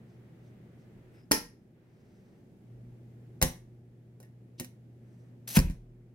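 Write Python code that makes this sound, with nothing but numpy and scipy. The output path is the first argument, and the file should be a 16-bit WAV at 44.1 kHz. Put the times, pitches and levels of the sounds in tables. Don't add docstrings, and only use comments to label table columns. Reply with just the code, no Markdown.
import sys
import numpy as np
from scipy import signal
from scipy.fft import rfft, irfft, next_fast_len
from scipy.io import wavfile

SR = 44100
rng = np.random.default_rng(int(sys.argv[2]) if len(sys.argv) > 2 else 0)


def int16_out(signal):
    q = np.round(np.clip(np.atleast_2d(signal).T, -1, 1) * 32767)
    wavfile.write(sys.argv[1], SR, q.astype(np.int16))


N = 270774
T = np.arange(N) / SR
RING_T = T[:SR // 2]


def clasp(wire_db=-28, jar_db=-8.0, knock_s=0.0046, touches=4):
    # start in seconds, click in dB, tension from 0 to 1, brightness in dB per
    # octave, knock in dB, knock hardness in dB per octave, wire ring in dB, room send in dB.
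    contacts = [(1.3122, -22, 0.97, -1.5, -17.5, -0.5, -2, -6.5), (1.3166, -11, .85, -0.5, -25.5, 0, 1, -2),
                (3.4155, -23, 0.07, -3, -26, 0, 3, -4.5), (3.4250, -14, 0.06, 0, -19.5, -1, 1.5, -7.5),
                (4.2015, -53, 0.23, 2.5, -53.5, 4, -.5, -3.5), (4.2277, -62, 0.05, -9, -61, 4.5, 17.5, -6),
                (4.2284, -56, 0.2, 2, -69.5, 4, -5.5, -10), (4.248, -68, .1, -3, -70, 3, 0, -10),
                (4.5978, -30.5, .05, 0, -50, -3.5, 4.5, -8), (4.6008, -42.5, .05, 1.5, -39, -6, 4, -10),
                (4.609, -47.5, 0.15, -1.5, -34, -8, 3, -11), (4.6452, -43, 0.03, -1, -64, -2, -9, -15),
                (5.5692, -21, .1, -1.5, -21, 0.5, -7, -9.5),
                (5.5843, -26, 0.83, -2, -34.5, 0.5, -14, -21.5),
                (5.5889, -22, .7, -1.5, -39.5, 0.5, -16, -26),
                (5.5995, -29.5, .8, -3, -39.5, -2, -12.5, -17), (5.6838, -52, .1, -8, -62, 5, -2, -2),
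                (5.6980, -50, .1, -2.5, -65, 2, -4, -2), (5.7085, -52, 0.06, -3, -66, -3, -4, -4.5)]
    # pitch in Hz, taut level in dB, slack level in dB, t60 in seconds.
    wire_modes = [(1728, -9, -5, .18), (1790, -2, -7, .19), (1878, -2, 2, .17), (1943, -8, -1, .18),
                  (2164, -8, 0, .2), (2724, -13, -4, .14), (2880, -14, -6, .15), (3009, -14, -5, .18),
                  (3467, -18, -6, .2), (3950, -14, 4, .05), (4999, -3, -15, .22), (5190, -4, -15, .27),
                  (5595, -2, -8, .22), (5810, -4, 0, .11), (10110, -7, -14, .08), (10720, -6, -10, .08)]
    # pitch in Hz and level in dB when clamped, the same when open, t60 in seconds.
    jar_modes = [(186, -9, 175, -4, .13), (222, -13, 248, -1, .15), (294, -1, 280, -9, .17),
                 (382, -6, 345, -2, .14), (425, -6, 430, -13, .15), (480, -4, 522, -4, .15),
                 (571, -4, 576, -8, .16), (890, -3, 748, -8, .09), (966, -1, 850, -11, .08),
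                 (1340, -15, 1040, -15, .1), (1502, -13, 1475, -18, .12)]
    # frequency in Hz, relative level in dB.
    taut_tone = [(350, -25), (700, -13.5), (1000, 1), (1300, -5.5), (1850, -1), (2700, -7), (3600, -12),
                 (5200, 5), (7900, -10), (9200, -5), (10900, 4), (13000, -9), (16000, -9.5)]
    slack_tone = [(350, -20), (750, -2.5), (1000, -4.5), (1300, -10), (1900, 1.5), (2600, -2.5),
                  (3400, -4.5), (4000, -1.5), (4700, -6), (5800, 2), (7500, -3), (10500, 2.5), (12500, -3),
                  (16000, -5)]
    # frequency in Hz, relative level in dB when clamped and when open.
    knock_tone = [(80, -26, -16), (180, -10, -5), (330, -1, -1), (500, 0, -3), (700, -12, -2), (950, 1, -5),
                  (1200, -9, -17), (1500, -11, -18), (2200, -24, -30)]
    direct, send = np.zeros((2, N))
    for start, click_db, tension, bright_db, blow_db, hard_db, ring_db, room_db in contacts:
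        def between(slack, taut):
            return slack + tension * (taut - slack)

        chatter_s, rebound_s, rebound_db = between(.0045, .0026), between(.0065, .004), between(-7.5, -13.5)
        chatter = np.zeros(len(RING_T))
        for k in range(touches):
            add(chatter, k * rebound_s, undb(k * rebound_db) * burst(chatter_s))
        slack_crack = colour(chatter, tilted(slack_tone, bright_db))
        taut_crack = colour(chatter, tilted(taut_tone, bright_db))
        wire = [(hz, between(slack, taut), t60) for hz, taut, slack, t60 in wire_modes]
        click = undb(wire_db + ring_db) * ring(tilted(wire, bright_db, pivot_hz=2474), loose=0.76)
        click += between(slack_crack, taut_crack)
        jar = [(row[0], row[1], row[4]) if tension > .5 else row[2:] for row in jar_modes]
        knock = undb(jar_db) * ring(tilted(jar, hard_db, pivot_hz=298))
        body = [(hz, between(opened, clamped)) for hz, clamped, opened in knock_tone]
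        thump = colour(burst(knock_s), tilted(body, hard_db))
        add(knock, 0, undb(between(-6, 0.5)) * thump)
        hit = undb(click_db) * click + undb(blow_db) * knock
        add(direct, start, hit)
        add(send, start, hit * undb(room_db))
    return direct, send


def pop(start_s=5.5683, cavity_hz=170.3, db=0.34, t60=0.054, opening_s=0.0027, bend_hz=42, bend_s=0.0071):
    out = np.zeros(N)
    turns = np.cumsum(cavity_hz + bend_hz * np.exp(-RING_T / bend_s)) / SR
    swell = (1 - np.exp(-RING_T / opening_s)) ** 2 * np.exp(-np.log(1000) * RING_T / t60)
    add(out, start_s, -undb(db) * swell * np.sin(2 * np.pi * turns))
    return out


def seal(peel_s=5.473, tear_s=5.5675, grains_per_s=2000, spread_db=3, snap_s=0.00057):
    # start in seconds, level in dB.
    snaps = [(5.477, -36), (5.4828, -34), (5.488, -31), (5.5095, -34), (5.5170, -33), (5.541, -38),
             (5.5530, -24), (5.5643, -19.5)]
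    # frequency in Hz, relative level in dB.
    rubber_tone = [(250, -12), (800, -6.5), (1200, -9), (1800, -4.5), (2600, -5), (3800, -3), (6000, -1.5),
                   (8000, -3), (11500, 1), (16000, -7.5)]
    creep_db, sag_db_per_s, tear_db = -40, -53, -21.5
    attack_s, rise_s, release_s = .004, 0.0074, 0.002
    grains = (rng.random(N) < grains_per_s / SR) * rng.choice([-1, 1], N)
    sizes = undb(spread_db * np.minimum(rng.exponential(size=N), 3))
    peeled_s = np.maximum(T - peel_s, 0)
    creep = undb(creep_db + sag_db_per_s * peeled_s) * np.minimum(peeled_s / attack_s, 1)
    tear = undb(tear_db) * np.exp(np.minimum(T - tear_s, 0) / rise_s)
    release = np.exp(-np.maximum(T - tear_s, 0) / release_s)
    tearing = unit(grains * sizes) * (creep + tear) * release
    for start, db in snaps:
        add(tearing, start, undb(db) * burst(snap_s))
    return colour(tearing, rubber_tone)


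def lid(free_s=5.5705, lid_db=-35, rush_db=-24.0, rise_s=0.0074, fall_s=0.0055):
    # frequency in Hz, relative level in dB.
    rush_tone = [(250, -14), (500, -2.5), (850, 2), (1200, -7), (1500, 2), (1850, -6), (2550, 2),
                 (3100, -7), (5000, -25), (9000, -45)]
    # pitch in Hz, level in dB, t60 in seconds.
    lid_modes = [(860, -2, .05), (1012, -4, .05), (1475, -7, .035), (1841, -6, .05), (2500, 2, .035),
                 (2580, -2, .03), (2740, -6, .035), (4646, -6, .07), (5093, -5, .07)]
    swell = np.exp(np.minimum(T - free_s, 0) / rise_s - np.maximum(T - free_s, 0) / fall_s)
    out = undb(rush_db) * colour(swell * rng.standard_normal(N), rush_tone)
    add(out, free_s, undb(lid_db) * ring(lid_modes, loose=0.62))
    return out


def counter():
    # pitch in Hz, level in dB, t60 in seconds.
    worktop_modes = [(37, -27.5, 1), (45.95, -5, 0.24), (62, -4.5, 0.15), (83, -1.5, 0.076),
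                     (144, -3, 0.16), (172, -2, 0.16), (257, -7, 0.13), (340, -15.5, 0.068)]
    # start in seconds, level in dB, push length in seconds.
    bumps = [(1.317, -40, 0.0022), (1.337, -52.5, 0.0053), (3.4252, -21, 0.002), (3.4589, -30, 0.0054),
             (3.4784, -36, 0.0031), (5.588, -14.5, 0.0029), (5.645, -21, 0.005), (5.671, -29, 0.0043),
             (5.698, -29, 0.0028)]
    out, worktop = np.zeros(N), ring(worktop_modes)
    for start, db, push_s in bumps:
        push = np.sin(np.pi * np.minimum(RING_T / push_s, 1))
        add(out, start, undb(db) * signal.fftconvolve(worktop, push / push.sum())[:SR])
    return out


def hands(rumble_hz=38, grain_db=2, grains_per_s=70):
    # midpoint in seconds,
    # length in seconds, level in dB, centre in Hz, bandwidth as a fraction of the centre.
    scrapes = [(.11, .16, -81, 5000, .6), (.46, .16, -80.5, 5500, 1), (.82, .12, -82, 5500, .8),
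               (1.16, .18, -79, 8500, .9), (1.195, .16, -75, 5150, .07), (1.17, .16, -70, 1800, .8),
               (2.15, .9, -82.5, 5300, .8), (4.59, .03, -62, 4500, 1), (5.17, .44, -83.5, 6500, .8),
               (5.675, .15, -60, 2350, .4)]
    # midpoint and length in seconds, level in dB.
    shifts = [(1.02, 0.28, -62), (1.428, 0.2, -57), (2.803, 0.42, -58)]
    out = np.zeros(N)
    for middle, length_s, db, hz, width in scrapes:
        add(out, middle - length_s / 2, undb(db) * rub(length_s, hz, width))
    grit = rng.standard_normal(2048)
    out *= undb(grain_db * np.interp(T * grains_per_s, np.arange(len(grit)), grit))
    for middle, length_s, db in shifts:
        add(out, middle - length_s / 2, undb(db) * rub(length_s, rumble_hz, width=0.27))
    return out


def room(x, low_t60=0.29, high_t60=0.22, split_hz=6500, first_s=0.0032):
    noise = diffuse(len(RING_T))
    low = signal.sosfiltfilt(signal.butter(1, split_hz, fs=SR, output="sos"), noise)
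    tail = low * undb(-60 * RING_T / low_t60) + (noise - low) * undb(-60 * RING_T / high_t60)
    tail *= RING_T > first_s
    return signal.oaconvolve(x[None], tail / np.sqrt(np.sum(tail ** 2) / 2), axes=1)[:, :N]


def ventilation(trim_db=2.0):
    # time in seconds, level in dB before the trim.
    ride = [(0.0, -57.5), (1.02, -57), (1.8, -63), (2.12, -59), (3.38, -57), (3.85, -61.5), (5.49, -59),
            (5.63, -50), (5.8, -61.5), (6.14, -62.5)]
    # frequency in Hz, relative level in dB.
    air_tone = [(12, -43), (20, -11), (68, -12.5), (113, -3), (198, -1.5), (241, -4.5), (285, -10),
                (357, -6), (399, -11), (873, -28), (1000, -35.5), (1860, -35), (3950, -43.5), (14700, -48),
                (16000, -55)]
    air = np.array([colour(channel, air_tone) for channel in diffuse(N)])
    return undb(trim_db) * fader(ride) * air


def rustle(rest_db=-80.5, fade_s=0.079):
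    # start in seconds, end in seconds, level in dB.
    stretches = [(-.1, 1.284, -70.5), (1.698, 2.48, -74.5), (2.552, 3.453, -77), (4.963, 5.415, -75.5)]
    # frequency in Hz, relative level in dB.
    rustle_tone = [(200, -12), (500, 6), (1100, -3), (2000, -1.5), (3500, -13), (5500, -23), (9000, -34.5),
                   (15000, -24)]
    gain = undb(rest_db)
    for start, end, db in stretches:
        fade = np.clip(np.minimum(T - start, end - T) / fade_s, 0, 1)
        gain = np.maximum(gain, undb(db) * fade)
    return gain * np.array([colour(channel, rustle_tone) for channel in diffuse(N)])


def mains_hum(hz=120, harmonics_db=(0, -16, -23), step_s=2.637, rise_s=0.084):
    # time in seconds, level in dB.
    rides = [
        [(0.0, -57), (0.99, -57.5), (1.68, -66.5), (2.58, -63)],
        [(2.88, -50), (4.05, -56), (5.62, -52.5), (6.14, -56)],
    ]
    faint, strong = map(fader, rides)
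    gain = faint + (strong - faint) * np.clip((T - step_s) / rise_s, 0, 1)
    return gain * sum(undb(db) * np.sqrt(2) * np.sin(2 * np.pi * (hz * k * T + rng.random()))
                      for k, db in enumerate(harmonics_db, 1))


def ring(modes, loose=0):
    hz, db, t60 = np.transpose(modes)[..., None]
    phase, strength = loose * rng.uniform(-.5, 0.42, (2, len(hz), 1))
    fade = np.exp(-np.log(1000) * RING_T / t60)
    swing = np.sin(2 * np.pi * (hz * RING_T + phase))
    return np.sum(undb(db) * (1 + strength) * fade * swing, axis=0)


def burst(decay_s):
    fade = np.exp(-RING_T[:4096] / decay_s)
    rattle = rng.standard_normal(len(fade)) * fade
    for _ in range(2):
        flat = irfft(np.exp(1j * np.angle(rfft(rattle))))
        rattle = flat * np.sqrt(fade)
    return rattle * np.linalg.norm(fade) / np.linalg.norm(rattle)


def rub(length_s, centre_hz, width):
    swell = np.hanning(int(length_s * SR))
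    band = signal.iirpeak(centre_hz, 1 / width, fs=SR)
    noise = rng.standard_normal(len(swell))
    return swell * unit(signal.lfilter(*band, signal.lfilter(*band, noise)))


def diffuse(size, wide_hz=850):
    padded = next_fast_len(size, True)
    hz = np.fft.rfftfreq(padded, 1 / SR)
    likeness = .98 * np.exp(-(hz / wide_hz) ** 2)
    mid, side = rfft(rng.standard_normal((2, padded)))
    mid, side = mid * np.sqrt((1 + likeness) / 2), side * np.sqrt((1 - likeness) / 2)
    return irfft(np.array([mid + side, mid - side]), padded)[:, :size]


def near(x, balance, lag_s, lag_top_hz=1050, scatter_s=.0016, scatter_hz=2400, count=90):
    size = next_fast_len(N + SR // 10, True)
    hz = np.fft.rfftfreq(size, 1 / SR)
    knots = np.linspace(0, SR / 2, count)
    detours = scatter_s * rng.random((2, count)) * (knots > scatter_hz)
    delay = np.array([np.interp(hz, knots, side) for side in detours])
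    delay[1] += lag_s * (hz < lag_top_hz)
    turns = np.cumsum(delay, axis=1) * hz[1]
    lean_db = np.interp(hz, *np.transpose(balance)) / 2
    return irfft(rfft(x, size) * undb([lean_db, -lean_db]) * np.exp(-2j * np.pi * turns), size)[:, :N]


def colour(x, points):
    hz, db = np.transpose(points)
    grid = np.fft.rfftfreq(4096, 1 / SR) + 1
    cepstrum = irfft(np.log(undb(np.interp(np.log(grid), np.log(hz), db))))
    half = len(cepstrum) // 2
    cepstrum[1:half] *= 2
    cepstrum[half + 1:] = 0
    response = irfft(np.exp(rfft(cepstrum)))
    return signal.oaconvolve(x, response / np.linalg.norm(response))[:len(x)]


def tilted(points, db_per_octave, pivot_hz=5000):
    return [(hz, db + db_per_octave * np.log2(hz / pivot_hz), *rest) for hz, db, *rest in points]


def fader(points):
    return undb(np.interp(T, *np.transpose(points)))


def add(track, start_s, sound):
    start = int(start_s * SR)
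    track[..., start:start + sound.shape[-1]] += sound[..., :N - start]


def undb(db):
    return 10 ** (np.asarray(db) / 20)


def unit(x):
    return x / np.sqrt(np.mean(x ** 2))


def scene(seal_room_db=-8, lid_room_db=-13, thud_room_db=-19):
    # frequency in Hz, left minus right in dB.
    clasp_balance = [(60, 0.0), (110, 0), (200, 0.5), (380, -8), (700, 0.5), (1290, -1), (2380, -1),
                     (4400, -3), (8120, -2), (11000, 6), (15000, 7)]
    lid_balance = [(60, 0.0), (300, 0), (1000, 4.5), (2600, 4.5), (5000, -1), (9000, 2), (15000, 6)]
    clicks, send = clasp()
    peel, rush = seal(), lid()
    thuds = pop() + counter() + hands()
    send += undb(seal_room_db) * peel + undb(lid_room_db) * rush + undb(thud_room_db) * thuds
    direct = near(clicks, clasp_balance, lag_s=.00026)
    direct += near(peel + rush + thuds, lid_balance, lag_s=.0003)
    return direct + room(send) + ventilation() + rustle() + mains_hum()


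def record(dry, low_cut_hz=36, top_hz=15900):
    dry = signal.sosfilt(signal.butter(2, low_cut_hz, "high", fs=SR, output="sos"), dry)
    return signal.sosfilt(signal.ellip(8, .2, 70, top_hz, fs=SR, output="sos"), dry)


dry = scene()
out = record(dry)
int16_out(out)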